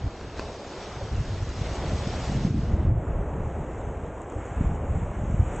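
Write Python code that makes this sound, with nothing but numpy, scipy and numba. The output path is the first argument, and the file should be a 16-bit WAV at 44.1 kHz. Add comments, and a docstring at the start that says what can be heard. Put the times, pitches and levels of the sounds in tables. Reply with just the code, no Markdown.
"""Small waves break and wash up a beach of dark sand and gravel: breakers roar, swash splashes,
foam fizzes, each as noise plus ringing bubbles. Gusts rumble and thump on a carried microphone.
A few pebbles click, trapped air gulps, grit ticks. Halfway the microphone turns side-on to the
water: the sound partly cancels between its ports and the treble goes hollow."""
import sys
import numpy as np
from scipy import signal
from scipy.fft import rfft, irfft, next_fast_len
from scipy.io import wavfile
from scipy.ndimage import uniform_filter1d, map_coordinates
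from numba import njit

SR = 44100
rng = np.random.default_rng(int(sys.argv[2]) if len(sys.argv) > 2 else 0)


def to_wav(sig):
    """Store sig (one row per channel, or 1-D mono) as 16-bit WAV at the path in sys.argv[1].

    Samples outside -1..1 are clipped; the rate is SR.
    """
    pcm = np.clip(np.atleast_2d(sig), -1, 1) * 32767
    pcm = np.round(pcm).astype(np.int16)
    wavfile.write(sys.argv[1], SR, pcm.T)  # frames by channels


N = 246959
T = np.arange(N) / SR

# Surf envelopes. Each row: time in seconds, then roar, splash and fizz in dB before trim.
SURF_LEVELS = [(0, -43, -51, -66), (0.3, -45.5, -49, -66), (0.42, -40, -48.5, -61), (0.62, -42.5, -51, -63),
               (0.82, -41.5, -45.5, -60), (1.2, -43.5, -46.5, -61), (1.55, -43.5, -46, -59),
               (1.66, -40.5, -42.5, -55.5), (1.84, -36, -42.5, -56.5), (2.05, -39.5, -44.5, -55),
               (2.14, -37.5, -42.5, -54.5), (2.46, -42.5, -46, -58), (2.52, -46.5, -53, -66.5),
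               (2.58, -47.5, -51, -65), (2.64, -41, -49, -64), (2.73, -41.5, -47.5, -67),
               (2.85, -38.5, -47.5, -70), (2.94, -42, -53.5, -72.5), (3.08, -39, -46.5, -67.5),
               (3.3, -38.5, -47.5, -67), (3.75, -40, -48, -63), (4.22, -41, -48, -67),
               (4.34, -40.5, -50, -63), (4.41, -40.5, -45, -62), (4.49, -41, -44, -60.5),
               (4.8, -39.5, -47, -64.5), (5.33, -41, -47.5, -62), (5.43, -38.5, -45.5, -59.5),
               (5.56, -38, -44, -57)]
ROAR_TRIM_DB, SPLASH_TRIM_DB, FIZZ_TRIM_DB = 2.5, -1.53, 13
# Water spectra. Each row: frequency in Hz, relative level in dB.
ROAR_HZ_DB = [(40, -9.5), (150, -3), (260, -2), (400, 0), (650, -2.5), (850, -5.5), (1100, -11.5),
              (1600, -20.5), (3000, -33.5), (8000, -54.5)]
SPLASH_HZ_DB = [(300, -27), (550, -6), (900, -3), (1300, 1), (1900, -3), (2600, -7), (3500, -12),
                (6000, -26.5), (9000, -41)]
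FOAM_HZ_DB = [(300, -11.5), (900, -8.5), (1900, -1.5), (2900, -0.3), (3400, -1), (5200, -1), (6300, -3.5),
              (7100, -6), (8200, -12.5), (9500, -11)]
# Filter for the foam's left-right difference. Each row: frequency in Hz, gain in dB.
FOAM_WIDTH_HZ_DB = [(2500, -61), (3000, -34.5), (3200, -1.5), (4600, -3.5), (6000, -5), (6700, -22),
                    (7500, -30), (9000, -23)]
# Breeze between gusts. Each row: time in seconds, rumble in dB before trim.
BREEZE_LEVELS = [(0, -36), (0.15, -47.5), (0.24, -42), (0.33, -42), (0.42, -38), (0.47, -40.5), (0.62, -49),
                 (0.79, -49), (1.0, -36), (1.3, -32.5), (1.62, -33.5), (1.78, -36), (2.3, -31), (3.0, -28),
                 (3.35, -31), (3.6, -34.5), (3.74, -38), (4.08, -37), (4.21, -47.5), (4.37, -37.5),
                 (4.53, -42), (4.8, -30), (5.6, -34)]
# Gusts. Each row: peak time in seconds, length in seconds, nominal rumble and flutter in dB.
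GUSTS = [(0.049, 0.053, -27, -35), (1.165, 0.063, -28, -35.5), (1.452, 0.076, -36, -41.5),
         (1.92, 0.13, -27.5, -33), (2.363, 0.1, -30.5, -29), (2.498, 0.12, -33.5, -28.5),
         (2.737, 0.071, -27, -30.5), (2.873, 0.091, -20.5, -31.5), (3.17, 0.07, -28.5, -47),
         (3.45, 0.11, -29.5, -41), (3.87, 0.075, -30, -54), (4.654, 0.14, -22.5, -35),
         (4.977, 0.098, -25.5, -34), (5.373, 0.21, -25, -40.5)]
# Sharp wind buffets. Each row: centre in seconds, pitch in Hz, peak in dB before trim.
BUFFETS = [(0.045, 82, -13), (1.154, 75, -17), (1.181, 85, -15), (1.215, 104, -14.5), (1.308, 85, -17.5),
           (1.43, 84, -14), (1.617, 101, -12.5), (1.858, 114, -17.5), (1.936, 123, -13), (2.073, 167, -13),
           (2.351, 157, -14.5), (2.37, 108, -11), (2.452, 156, -6.5), (2.474, 165, -12), (2.509, 112, -9.5),
           (2.546, 190, -11.5), (2.593, 157, -11.5), (2.636, 124, -14.5), (2.741, 73, -8),
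           (2.852, 116, -10), (2.897, 62.4, -10.5), (2.922, 97, -9), (2.979, 75.4, -11.5), (3.107, 95, -16),
           (3.16, 70, -14), (4.365, 83, -18), (4.391, 69, -20.5), (4.52, 101, -20), (4.611, 182, -8.5),
           (4.648, 125, -13.5), (4.671, 67, -12.5), (4.698, 132, -15.5), (4.912, 80, -12.5),
           (4.958, 93, -11.5), (4.975, 108, -14.5), (5.236, 153, -16), (5.302, 153, -14), (5.345, 144, -11),
           (5.428, 93, -11)]
BREEZE_TRIM_DB, BUFFET_TRIM_DB = 1.06, -4.0
# Spectra of large, small and finest eddies. Each row: frequency in Hz, relative level in dB.
RUMBLE_HZ_DB = [(10, -24.5), (22, -8), (35, 1.5), (70, 3), (110, -2), (150, -11.5), (250, -33),
                (500, -53.5), (1500, -90)]
FLUTTER_HZ_DB = [(50, -23.5), (100, -19), (150, 3.5), (220, -1.5), (310, -9.5), (450, -20), (900, -44),
                 (2500, -77)]
BUZZ_HZ_DB = [(150, -27.5), (240, 2.5), (310, 2), (385, -3.5), (450, -18.5), (700, -34.5), (2000, -72.5)]
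# Pebble knocks. Each row: start in seconds, click peak in dB, gravel scuff in dB.
PEBBLE_KNOCKS = [(0.212, -29, -55), (0.395, -16, -44), (4.322, -26, -54), (5.561, -28, -52)]
# Modes of a pebble on gravel. Each row: frequency in Hz, relative level in dB, T60 in seconds.
PEBBLE_MODES = [(414, 3, 0.011), (1100, -0.5, 0.0086), (1540, -2, 0.0089), (2520, -5, 0.0077),
                (4480, -6, 0.0075)]
# Air trapped by the swash. Each row: start in seconds, starting pitch in Hz, level in dB.
GULPS = [(1.011, 537, -24), (2.782, 620, -28), (4.335, 470, -25.5)]
# Microphone turning away. Each row: time in seconds, share of the shore heard head-on in dB.
FACING_LEVELS = [(0, -1.5), (2.45, -3.5), (2.66, -1.5), (2.76, -8), (2.87, -10.5), (2.92, -24.5),
                 (4.2, -26.5), (5.3, -31), (5.6, -36)]
# Grit ticks. Each row: start in seconds, starting level in dB.
TICKS = [(4.217, -45), (4.299, -47), (4.32, -50), (4.453, -47), (4.465, -50), (4.75, -47), (5.31, -46),
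         (5.562, -37.5)]
# Spectra of shifting gravel and of a tick. Each row: frequency in Hz, relative level in dB.
SCUFF_HZ_DB = [(200, -7), (450, -7), (1300, 8), (2800, 0.5), (5500, 1.5), (8500, -2)]
TICK_HZ_DB = [(2000, -25), (5000, -10), (7000, 4), (8500, -6)]


def undb(db):
    return 10 ** (np.asarray(db) / 20)


def unit_rms(x):
    return x / np.sqrt(np.mean(x ** 2))


def curves(table):
    """Table columns, interpolated linearly in time."""
    times_s, *columns = np.transpose(table)
    return [np.interp(T, times_s, column) for column in columns]


def colour(x, spectrum):
    """Filter by (Hz, dB) points."""
    size = next_fast_len(N)
    hz, db = np.transpose(spectrum)
    bins_hz = np.maximum(np.fft.rfftfreq(size, 1 / SR), 1)
    gain = undb(np.interp(np.log(bins_hz), np.log(hz), db))
    return irfft(rfft(x, size) * gain, size)[:N]


def wander(rate_hz):
    """Smooth random curve, rms 1."""
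    knots = rng.standard_normal(2048)
    coarse_s = T[::64]
    smooth = map_coordinates(knots, [coarse_s * rate_hz], order=2, mode="wrap")
    return np.interp(T, coarse_s, unit_rms(smooth))


def add(out, start_s, sound):
    start = max(int(start_s * SR), 0)
    out[start:start + len(sound)] += sound[:N - start]


@njit
def grains(start_shares, hz, cycles, gains, glide):
    """Decaying sines; pitch rises by the fraction glide."""
    out = np.zeros(N)
    for k in range(len(hz)):
        first = int(start_shares[k] * N)
        length = int(cycles * SR / hz[k]) + 1
        phase = 0.
        for i in range(min(length, N - first)):
            phase += 2 * np.pi * hz[k] * (1 + glide * i / length) / SR
            out[first + i] += gains[k] * np.exp(-6 * i / length) * np.sin(phase)
    return out


def swarm(low_hz, high_hz, cycles, scatter_db, glide, count):
    """Cloud of bubbles or grains, even in spectrum; scatter makes a few louder."""
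    start_shares, pitch, luck = rng.random((count, 3)).T
    hz = low_hz * (high_hz / low_hz) ** pitch
    gains = undb(scatter_db * np.minimum(-np.log(1 - luck), 5)) * hz
    return unit_rms(grains(start_shares, hz, float(cycles), gains, float(glide)))


def breakers():
    """Tumbling water: a rush with large bubbles gurgling in it."""
    bubbles = swarm(257.3, 1191, cycles=33, scatter_db=0, glide=0.09, count=1800)
    water = rng.standard_normal(N) + undb(-16.5) * bubbles
    return unit_rms(colour(water, ROAR_HZ_DB))


def swash():
    """The broken wave splashes up the gravel: drops and mid-size bubbles in a wash."""
    drops = swarm(877, 3690, cycles=26, scatter_db=1.1, glide=0.18, count=4000)
    water = rng.standard_normal(N) + undb(-12.5) * drops
    return unit_rms(colour(water, SPLASH_HZ_DB))


def churn(x, depth_db, width_bins):
    """Patches of bubbles come and go, each a few hundredths of a second long."""
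    spectrum = signal.stft(x, nperseg=1024)[2]
    patches = uniform_filter1d(rng.standard_normal(spectrum.shape), size=width_bins, axis=0)
    patches = unit_rms(uniform_filter1d(patches, size=4, axis=1))
    return signal.istft(spectrum * undb(depth_db * patches))[1][:N]


def foam():
    """Tiny bubbles ring and burst in clumps over a hiss."""
    bubbles = swarm(1800, 8500, cycles=33, scatter_db=2.5, glide=0.1, count=11000)
    fizz = rng.standard_normal(N) + undb(-9.5) * bubbles
    return unit_rms(colour(churn(fizz, depth_db=1.93, width_bins=10), FOAM_HZ_DB))


def gust_gains(equal_db=-50.5, flutter_slope=0.6091):
    """Rumble and flutter strength: gusts swell and fade on top of the breeze."""
    breeze_db = curves(BREEZE_LEVELS)[0] + BREEZE_TRIM_DB
    rumble_power = undb(breeze_db) ** 2
    flutter_power = undb(equal_db + flutter_slope * (breeze_db - equal_db)) ** 2
    for peak_s, length_s, rumble_db, flutter_db in GUSTS:
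        swell = np.exp(-(2 * (T - peak_s) / length_s) ** 2)
        rumble_power += swell * undb(rumble_db) ** 2
        flutter_power += swell * undb(flutter_db) ** 2
    return np.sqrt(rumble_power), np.sqrt(flutter_power)


def eddies(spectrum, span_s, evenness):
    """Turbulent pressure at the port, its strength partly evened out."""
    pressure = colour(rng.standard_normal(N), spectrum)
    power = uniform_filter1d(pressure ** 2, int(span_s * SR))
    return unit_rms(pressure / power ** (evenness / 2))


def buffets():
    """Single big eddies thump the port and sweep the others aside."""
    thumps, lull = np.zeros(N), np.zeros(N)
    for centre_s, hz, db in BUFFETS:
        start_s = centre_s - 2 / hz
        cycles = np.arange(int(4 * SR / hz)) * hz / SR - 2
        push = np.cos(2 * np.pi * cycles + rng.uniform(0, 2 * np.pi)) * np.exp(-(cycles / 0.53) ** 2)
        add(thumps, start_s, undb(db + BUFFET_TRIM_DB) * push)
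        add(lull, start_s, np.exp(-(cycles / 0.63) ** 2))
    return thumps, np.clip(1 - 0.64 * lull, 0, 1)


def wind(flutter_onset_db=-43.5, buzz_equal_db=-22):
    """Large eddies rumble; small ones flutter in stronger gusts and buzz in the strongest."""
    rumble_gain, flutter_gain = gust_gains()
    buzz_gain = flutter_gain ** 2 / undb(buzz_equal_db)
    gate = 1 / (1 + (undb(flutter_onset_db) / flutter_gain) ** 2)
    clumps = unit_rms(undb(2.2 * wander(rate_hz=42)))
    rumble = rumble_gain * eddies(RUMBLE_HZ_DB, span_s=0.11, evenness=0.71)
    flutter = flutter_gain * gate * eddies(FLUTTER_HZ_DB, span_s=0.083, evenness=0.55)
    thumps, duck = buffets()
    buzz = buzz_gain * gate * eddies(BUZZ_HZ_DB, span_s=0.0099, evenness=0.7)
    return clumps * (duck * (rumble + flutter) + buzz) + thumps


def pebbles(crack_decay_s=0.0032):
    """Stones knock together: a short crack and heavily damped modes."""
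    out, t = np.zeros(N), T[:SR // 20]
    for start_s, peak_db, _ in PEBBLE_KNOCKS:
        detunes = 1 + 0.024 * rng.standard_normal(len(PEBBLE_MODES))
        ring = sum(undb(db - 60 * t / t60_s) * np.sin(2 * np.pi * hz * detune * t)
                   for (hz, db, t60_s), detune in zip(PEBBLE_MODES, detunes))
        crack = 0.08 * rng.standard_normal(len(t)) * np.exp(-t / crack_decay_s)
        knock = ring + crack
        add(out, start_s, undb(peak_db) * knock / np.abs(knock).max())
    return out


def scuffs(half_width_s=0.03):
    """Small stones slide around each knocked pebble."""
    gravel = swarm(320, 6200, cycles=4.9, scatter_db=2.5, glide=0, count=40000)
    envelope = sum(undb(db) * np.exp(-((T - knock_s) / half_width_s) ** 2)
                   for knock_s, _, db in PEBBLE_KNOCKS)
    return envelope * unit_rms(colour(gravel, SCUFF_HZ_DB))


def gulps(t60_s=0.048, rise_per_s=1.5):
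    """Single large bubbles ring and rise in pitch as they surface."""
    out, t = np.zeros(N), T[:SR // 5]
    for start_s, hz, db in GULPS:
        phase = 2 * np.pi * hz * t * (1 + rise_per_s * t / 2)
        envelope = undb(db - 60 * t / t60_s) * (1 - np.exp(-hz * t))
        add(out, start_s, envelope * np.sin(phase))
    return out


def side_on(x, notch_hz=4750, lift_db=3.5, hollowness=2.16):
    """Side sound reaches the ports in turn: it cancels at half a cycle of lag and recovers above."""
    size = next_fast_len(N)
    ratio = np.fft.rfftfreq(size, 1 / SR) / notch_hz
    comb = np.abs(np.cos(np.pi / 2 * ratio)) ** hollowness
    lift = undb(lift_db * np.minimum(ratio, 2))
    return irfft(rfft(x, size) * comb * lift, size)[:N]


def ticks(t60_s=0.025):
    """Coarse sand grains snap against each other: brief bright crackles."""
    envelope, t = np.zeros(N), T[:SR // 20]
    for start_s, db in TICKS:
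        add(envelope, start_s, undb(db - 60 * t / t60_s))
    return envelope * unit_rms(colour(rng.standard_normal(N), TICK_HZ_DB))


def scene():
    """Shore and wind centred; only the foam is wide, while the microphone faces it."""
    roar_db, splash_db, fizz_db = curves(SURF_LEVELS)
    facing = undb(curves(FACING_LEVELS)[0])
    slosh = undb(0.5 * wander(rate_hz=8.3))  # uneven run-up
    fizz_gain = undb(fizz_db + FIZZ_TRIM_DB) * slosh
    shore = undb(roar_db + ROAR_TRIM_DB) * breakers()
    shore += undb(splash_db + SPLASH_TRIM_DB) * slosh * swash()
    shore += fizz_gain * foam()
    shore += pebbles() + scuffs() + gulps() + ticks()
    mid = facing * shore + (1 - facing) * side_on(shore) + wind()
    side = facing * fizz_gain * colour(foam(), FOAM_WIDTH_HZ_DB)
    return np.array([mid + side, mid - side])


def record(dry, corner_hz=8010, cutoff_hz=9200):
    """Two low-passes round off the high treble, then cut it."""
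    rounded = signal.sosfilt(signal.butter(16, corner_hz, fs=SR, output="sos"), dry)
    return signal.sosfilt(signal.ellip(8, .2, 70, cutoff_hz, fs=SR, output="sos"), rounded)


dry = scene()
out = record(dry)
to_wav(out)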